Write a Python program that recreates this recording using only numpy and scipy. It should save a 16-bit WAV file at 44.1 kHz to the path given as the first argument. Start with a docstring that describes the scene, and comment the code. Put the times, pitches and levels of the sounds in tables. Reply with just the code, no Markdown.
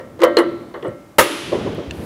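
"""A hand riveter fixes a steel clip to a square steel tube, close to the microphone in a quiet workshop.
First its jaws slip and ping under load, amid sharp ticks, and each clack excites the tube's modes.
Then the mandrel snaps, and a long bright wash dies away in steel and room. Last, the tool is lifted off
with dull bumps, handling rumble, a faint slide and a tink of the loose mandrel.
Along the way, the loudest blows overload the recorder."""
import sys
import numpy as np
from scipy import signal
from scipy.fft import rfft, irfft, next_fast_len
from scipy.io import wavfile

SR = 44100
rng = np.random.default_rng(int(sys.argv[2]) if len(sys.argv) > 2 else 0)


def master_out(mix):
    """Clip the mix to full scale and print it as 16-bit PCM to the path in sys.argv[1]."""
    frames = np.transpose(np.atleast_2d(mix))
    ceiling = np.clip(frames, -1, 1)
    pcm = np.round(ceiling * 32767).astype(np.int16)
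    wavfile.write(sys.argv[1], SR, pcm)


N = 90404

# Levels are relative, spectra are densities, and T60 is the time taken to decay by 60 dB. Clacks: slips of the
# # jaws, a rebound of the tool at 0.387 s, and at 0.846 s a clattering bump of the tool: t/s, knock/dB, knock
# pitch # ratio, clatter/dB, crack/dB, tube ring/dB, low hum/dB
CLACKS = [(-.025, -43, 1, -29, -24, -35.5, -36.5), (0.192, -25.5, 1.02, -31, -42, -43, -46),
          (0.2027, -25, 1, -32, -33.5, -49, -8), (0.2179, -14, 1.08, -14.5, -21.5, -39, -50),
          (0.2346, -1.5, 1.022, -12, -13.5, -16, -54), (0.369, -1.5, .96, -12.5, -17, -22, -7),
          (.387, -27, 1, -13, -20, -33, -50), (.7400, -28, 1, -26.5, -50, -38.5, -34.5),
          (.846, -17.5, .98, -30, -51, -32.5, -27)]
# Short resonances of the tool on the tube, and long modes of the tube: f/Hz, level/dB, T60/s
KNOCK_MODES = [(439, -11, 0.072), (490.4, 2, 0.096), (509, -18, .1), (931, -16, 0.12), (1108, -20, .15),
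               (1182.6, -11, 0.12), (2020, -24, 0.22), (2990, -23.5, 0.17)]
TUBE_MODES = [(292.9, -8.5, 0.93), (443, -31, 0.5), (495, -1, 0.32), (522.7, 5.5, 0.38), (577, 1, 0.69),
              (601, -2, 0.39), (685, -0.5, 0.27), (944, -27, 0.23), (1097, -8, 0.36), (1208, -16.5, 0.71),
              (1334, -18.5, 0.47), (1340, -12, 0.77), (1570, -13.5, 0.46), (1880, -12.5, 0.58),
              (2083, -20, .55), (2124, -20.5, 0.99), (3030, -25, 0.61)]
# Spectra of a clack's rattle, dense afterring and crack: f/Hz, level/dB
CLATTER_SPECTRUM = [(100, -45), (260, -28), (350, 8.5), (560, 0), (760, -6), (1000, 0.5), (1220, -1),
                    (1600, -9), (2000, -4.5), (2450, -28), (3050, -20.5), (3700, -25), (4300, -31),
                    (5200, -42), (15000, -64)]
AFTERRING_SPECTRUM = [(100, -35), (250, 9.5), (560, 2.5), (790, -11), (1000, -6), (1250, -5), (1650, -17),
                      (2080, -10), (2400, -21), (3100, -20), (3650, -20), (4250, -22), (5200, -38),
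                      (12000, -48)]
CRACK_SPECTRUM = [(100, -35), (500, -18), (1500, 15), (4000, 1.5), (6000, -4), (10000, -12), (15500, -23)]
# Spectra of the quiet workshop and the handling rumble: f/Hz, level/dB
WORKSHOP_SPECTRUM = [(15, -44), (25, -6.5), (140, 5.5), (253, 3.5), (340, 2.5), (378, 3.5), (4370, -23.5),
                     (5140, -22), (15500, -28.5)]
RUMBLE_SPECTRUM = [(20, -29), (45, -18), (75, -2.5), (150, 0), (240, 0), (400, -2), (800, -15.5),
                   (2000, -24.5), (8000, -67)]
# Course of the handling rumble: t/s, level/dB
RUMBLE_ENVELOPE = [(0, -43.5), (.2, -41.5), (.6, -40), (.83, -44.5), (.89, -32), (.96, -45.5), (1.15, -57),
                   (1.35, -45), (1.5, -32), (1.61, -23), (1.81, -30.5), (1.94, -32), (2.05, -28.5)]
# Sharp, bright clicks and ticks: t/s, level/dB, f/Hz, half-width/octaves, T60/s
# The one at 0.249 s is a crackle of recorder overload.
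SHARP_TICKS = [(0.24, -12.5, 11000, 2, 0.0096), (0.2486, -12, 11000, 1.8, .004),
               (0.3856, -29.5, 9650, 0.22, 0.085), (.281, -47, 11000, .5, .015),
               (0.826, -36.5, 3030, 0.22, .025), (.841, -55.5, 8800, .12, 0.051),
               (.867, -54, 8200, 0.28, .04), (.881, -41.5, 8240, .1, 0.013),
               (1.747, -46, 11500, 0.64, 0.031), (1.909, -35, 6640, 0.38, 0.019)]
# Bites of the jaws: t/s, level/dB
JAW_BITES = [(0.3694, -13.5), (.7400, -48)]
# Modes of the jaws: f/Hz, level/dB, T60/s
JAW_MODES = [(2986, -10, 0.19), (3270, -12.5, 0.12), (4182, 2, 0.061), (4242, -3, .05), (4230, -19, .04),
             (4500, -11, .08), (4030, -37, 1)]
# Soft contacts of tool and work: t/s, level/dB, rise/s, T60/s
TOOL_BUMPS = [(.828, -22, 0.0018, 0.13), (0.844, -18, 0.0081, 0.18), (1.519, -9, 0.0073, 0.18),
              (1.547, -13.5, 0.0071, 0.14), (1.641, -32, .002, .04), (1.661, -17.5, 0.0026, .14),
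              (1.71, -26, 0.0044, 0.18), (1.778, -23, 0.0044, 0.28), (1.991, -34.5, .008, 0.32)]
# Spectrum of those contacts: f/Hz, level/dB
BUMP_SPECTRUM = [(60, -28), (200, -15), (340, 6), (520, 4.5), (620, 0), (720, -8), (850, -13.5),
                 (1020, -7.5), (1500, -26.5), (2000, -17.5), (2500, -35), (3100, -26), (5000, -50),
                 (15000, -76)]
# Shifts of the grip: t/s, level/dB, f/Hz, T60/s
HAND_THUMPS = [(.876, -23, 116, .14), (1.569, -26, 128, 0.12), (1.875, -22, 73, 0.18),
               (1.974, -23, 82, 0.24)]
# Spectra of the mandrel's fracture and of its bright tail: f/Hz, level/dB
SNAP_SPECTRUM = [(18, -51), (30, -22.5), (443, -12.5), (518, -3), (747, -21), (920, -7), (1130, -15.5),
                 (1230, -6), (1440, -18), (2070, -12.5), (2300, -21.5), (2830, -19.5), (4780, -29),
                 (6370, -27.5), (8940, -29), (9930, -28.5), (15500, -30.5)]
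WASH_SPECTRUM = [(60, -30), (200, -9.5), (310, 15.5), (500, 0), (750, -1.5), (1100, -0.5), (2000, -7),
                 (3200, -6), (4600, -14), (8500, -20), (10400, -9.5), (12000, -22), (15500, -32)]
# Modes of the riveter: f/Hz, level/dB, T60/s
RIVETER_MODES = [(373, -27, 0.18), (512, -21.5, 0.27), (615, -21, 0.13), (923, -15, 0.18),
                 (1263, -10, 0.18), (1569, -12, 0.15), (1918, -17.5, 0.32), (2136, -16.5, 0.19),
                 (2280, -23, 0.14), (2720, -22, 0.24), (9840, -13, 0.095), (10400, -20, .09)]
# Reverberation time of steel and room: f/Hz, T60/s
WASH_DECAY = [(300, 0.87), (1000, 0.89), (3000, 2.08), (6000, 1.8), (10500, 0.92), (14000, 0.85)]
# Course of the tool's slide: t/s, level/dB
SLIDE_ENVELOPE = [(1.84, -87), (1.94, -51), (2.04, -46.5)]
# Spectrum of the sliding hiss: f/Hz, level/dB
SLIDE_SPECTRUM = [(500, -2), (3000, 0), (7000, -9), (10500, -4), (12300, -7), (15500, -15)]
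# Modes of the loose mandrel: f/Hz, level/dB, T60/s
MANDREL_MODES = [(1760, -4.5, 0.025), (2700, -0.5, 0.022), (2790, -3.5, 0.023), (3560, -7.5, 0.022),
                 (4140, -5, 0.018), (4650, -14, .025)]
# Stereo width: f/Hz, side over mid/dB
STEREO_WIDTH = [(100, -49), (500, -49), (2000, -46), (5000, -38.5), (10000, -28), (14000, -6)]

SNAP_S = 1.1832  # the mandrel breaks


def amp(db):
    """Amplitude grows tenfold for every 20 dB."""
    return 10 ** (np.asarray(db) / 20)


def along(points, hz):
    """Interpolation of (f/Hz, value) points on a logarithmic frequency axis."""
    freqs, values = np.transpose(points)
    return np.interp(np.log(hz + 1), np.log(freqs + 1), values)


def envelope(points):
    """Interpolation of (t/s, level/dB) points gives a gain for each sample."""
    return amp(np.interp(np.arange(N) / SR, *np.transpose(points)))


def filtered(x, gain):
    """Linear filtering multiplies the spectrum by gain(f)."""
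    size = next_fast_len(N + 8192)
    hz = np.fft.rfftfreq(size, 1 / SR)
    return irfft(rfft(x, size) * gain(hz), size)[..., :N]


def stereo_noise(gain):
    """Sum and difference of a unit-rms mid and a weaker side make noise that is wider in the treble."""
    mid = filtered(rng.standard_normal(N), gain)
    side = filtered(rng.standard_normal(N), lambda hz: gain(hz) * amp(along(STEREO_WIDTH, hz)))
    return np.array([mid + side, mid - side]) / np.std(mid)


def noise(spectrum):
    """White noise takes on the spectrum of its filter."""
    return stereo_noise(lambda hz: amp(along(spectrum, hz)))


def band(centre_hz, octaves):
    """Band-pass noise falls to half amplitude this many octaves from its centre."""
    return stereo_noise(lambda hz: 1 / (1 + (np.log2((hz + 1) / centre_hz) / octaves) ** 2))


def since(onset):
    """Causality: elapsed time in seconds is zero until the onset."""
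    return np.maximum(np.arange(N) / SR - onset, 0)


def strike(onset, rise, t60):
    """After an impact, vibration builds up and damping makes it decay exponentially; times in seconds."""
    t = since(onset)
    return (1 - np.exp(-t / rise)) * np.exp(-np.log(1000) * t / t60)


def mode(onset, hz, rise, t60):
    """A single mode vibrates freely as a damped sinusoid."""
    return strike(onset, rise, t60) * np.sin(2 * np.pi * hz * since(onset))


def ring(onset, modes, rise, scatter_db=1.5):
    """Superposition: a struck body sounds the sum of its modes, whose levels vary from blow to blow."""
    gains = amp(scatter_db * rng.standard_normal(len(modes)))
    return sum(gain * amp(db) * mode(onset, hz, rise, t60) for gain, (hz, db, t60) in zip(gains, modes))


def tube_hum(onset, beat_hz=13.5):
    """Beating: the tube's lowest pair of modes trade energy, so the hum swells and sinks."""
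    return mode(onset, hz=343, rise=0.0025, t60=0.62) * np.sin(np.pi * beat_hz * since(onset))


def jaw_clacks():
    """Impact excitation: each clack cracks, knocks and rings the tube; its noises add in power."""
    tones, clatter, afterring, crack = np.zeros((4, N))
    for onset, knock_db, pitch, clatter_db, crack_db, ring_db, hum_db in CLACKS:
        knock_modes = [(hz * pitch, db, t60) for hz, db, t60 in KNOCK_MODES]
        tones += amp(knock_db) * ring(onset, knock_modes, rise=0.0024)
        tones += amp(ring_db) * ring(onset, TUBE_MODES, rise=0.0033)
        tones += amp(hum_db) * tube_hum(onset)
        clatter = np.hypot(clatter, amp(clatter_db) * strike(onset, rise=0.0025, t60=0.21))
        afterring = np.hypot(afterring, amp(clatter_db - 15) * strike(onset, rise=0.0089, t60=0.99))
        edge = strike(onset, rise=0.000067, t60=0.012)
        spray = amp(-5.5) * strike(onset, rise=0.00077, t60=0.086)
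        crack = np.hypot(crack, amp(crack_db) * (edge + spray))
    return (tones + clatter * noise(CLATTER_SPECTRUM) + afterring * noise(AFTERRING_SPECTRUM)
            + crack * noise(CRACK_SPECTRUM))


def workshop():
    """Stationary noise forms the quiet floor of the room."""
    return amp(-46.5) * noise(WORKSHOP_SPECTRUM)


def handling_rumble():
    """Amplitude modulation: low noise rises and falls as the tool is handled."""
    return envelope(RUMBLE_ENVELOPE) * noise(RUMBLE_SPECTRUM)


def sharp_ticks():
    """Band-limited transients: brief bursts of noise are heard as bright clicks, each in its own band."""
    return sum(amp(db) * strike(onset, rise=0.00026, t60=t60) * band(hz, octaves)
               for onset, db, hz, octaves, t60 in SHARP_TICKS)


def jaw_pings():
    """Free vibration: the jaws ring as they bite, and closely spaced modes linger as a shimmer."""
    shimmer = amp(-35) * band(4130, octaves=0.11)
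    return sum(amp(db) * (ring(onset, JAW_MODES, rise=0.00029) + strike(onset, rise=0.005, t60=1) * shimmer)
               for onset, db in JAW_BITES)


def tool_bumps():
    """Soft contacts with the work excite little treble; being incoherent, they add in power."""
    power = sum((amp(db) * strike(onset, rise, t60)) ** 2 for onset, db, rise, t60 in TOOL_BUMPS)
    return np.sqrt(power) * noise(BUMP_SPECTRUM)


def hand_thumps():
    """Heavy damping: each shift of the grip dies within a few low cycles."""
    return sum(amp(db) * mode(onset, hz, rise=0.0092, t60=t60) for onset, db, hz, t60 in HAND_THUMPS)


def mandrel_snap():
    """Fracture releases elastic energy as a broad burst that rings riveter and tube."""
    burst = amp(1.5) * strike(SNAP_S, rise=0.0041, t60=0.14) * noise(SNAP_SPECTRUM)
    riveter = ring(SNAP_S, RIVETER_MODES, rise=0.006)
    tube = amp(-26) * ring(SNAP_S, TUBE_MODES, rise=0.025)
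    return burst + riveter + tube


def snap_wash():
    """Reverberation: the snap rings on densely in steel and room, longest near 3 kHz."""
    hz, t, spectra = signal.stft(noise(WASH_SPECTRUM), SR, nperseg=256)
    age = np.maximum(t - SNAP_S, 0)
    decay = np.exp(-np.log(1000) * age / along(WASH_DECAY, hz)[:, None])
    _, tail = signal.istft(spectra * decay, SR, nperseg=256)
    build_up = 1 - np.exp(-since(SNAP_S) / 0.018)
    return amp(-17) * build_up * tail[:, :N]


def tool_slide():
    """Sliding friction gives a faint hiss as the tool leaves."""
    return envelope(SLIDE_ENVELOPE) * noise(SLIDE_SPECTRUM)


def mandrel_tink():
    """A light impact on the tool briefly excites the modes of the loose mandrel."""
    return amp(-21.5) * ring(onset=1.909, modes=MANDREL_MODES, rise=0.00054)


def scene():
    """Superposition: the pressures of all sources add at the microphone."""
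    return (jaw_clacks() + workshop() + handling_rumble() + sharp_ticks() + jaw_pings() + tool_bumps()
            + hand_thumps() + mandrel_snap() + snap_wash() + tool_slide() + mandrel_tink())


def record(dry, low_cut_hz=20, top_hz=15650):
    """Band limits and saturation: the microphone sheds deep bass, the recorder peaks and top treble."""
    low_cut = signal.butter(2, low_cut_hz, "highpass", fs=SR, output="sos")
    overloaded = np.clip(signal.sosfilt(low_cut, dry), -1, 1)
    return filtered(overloaded, lambda hz: 1 / np.hypot(1, (hz / top_hz) ** 120))


dry = scene()
out = record(dry)
master_out(out)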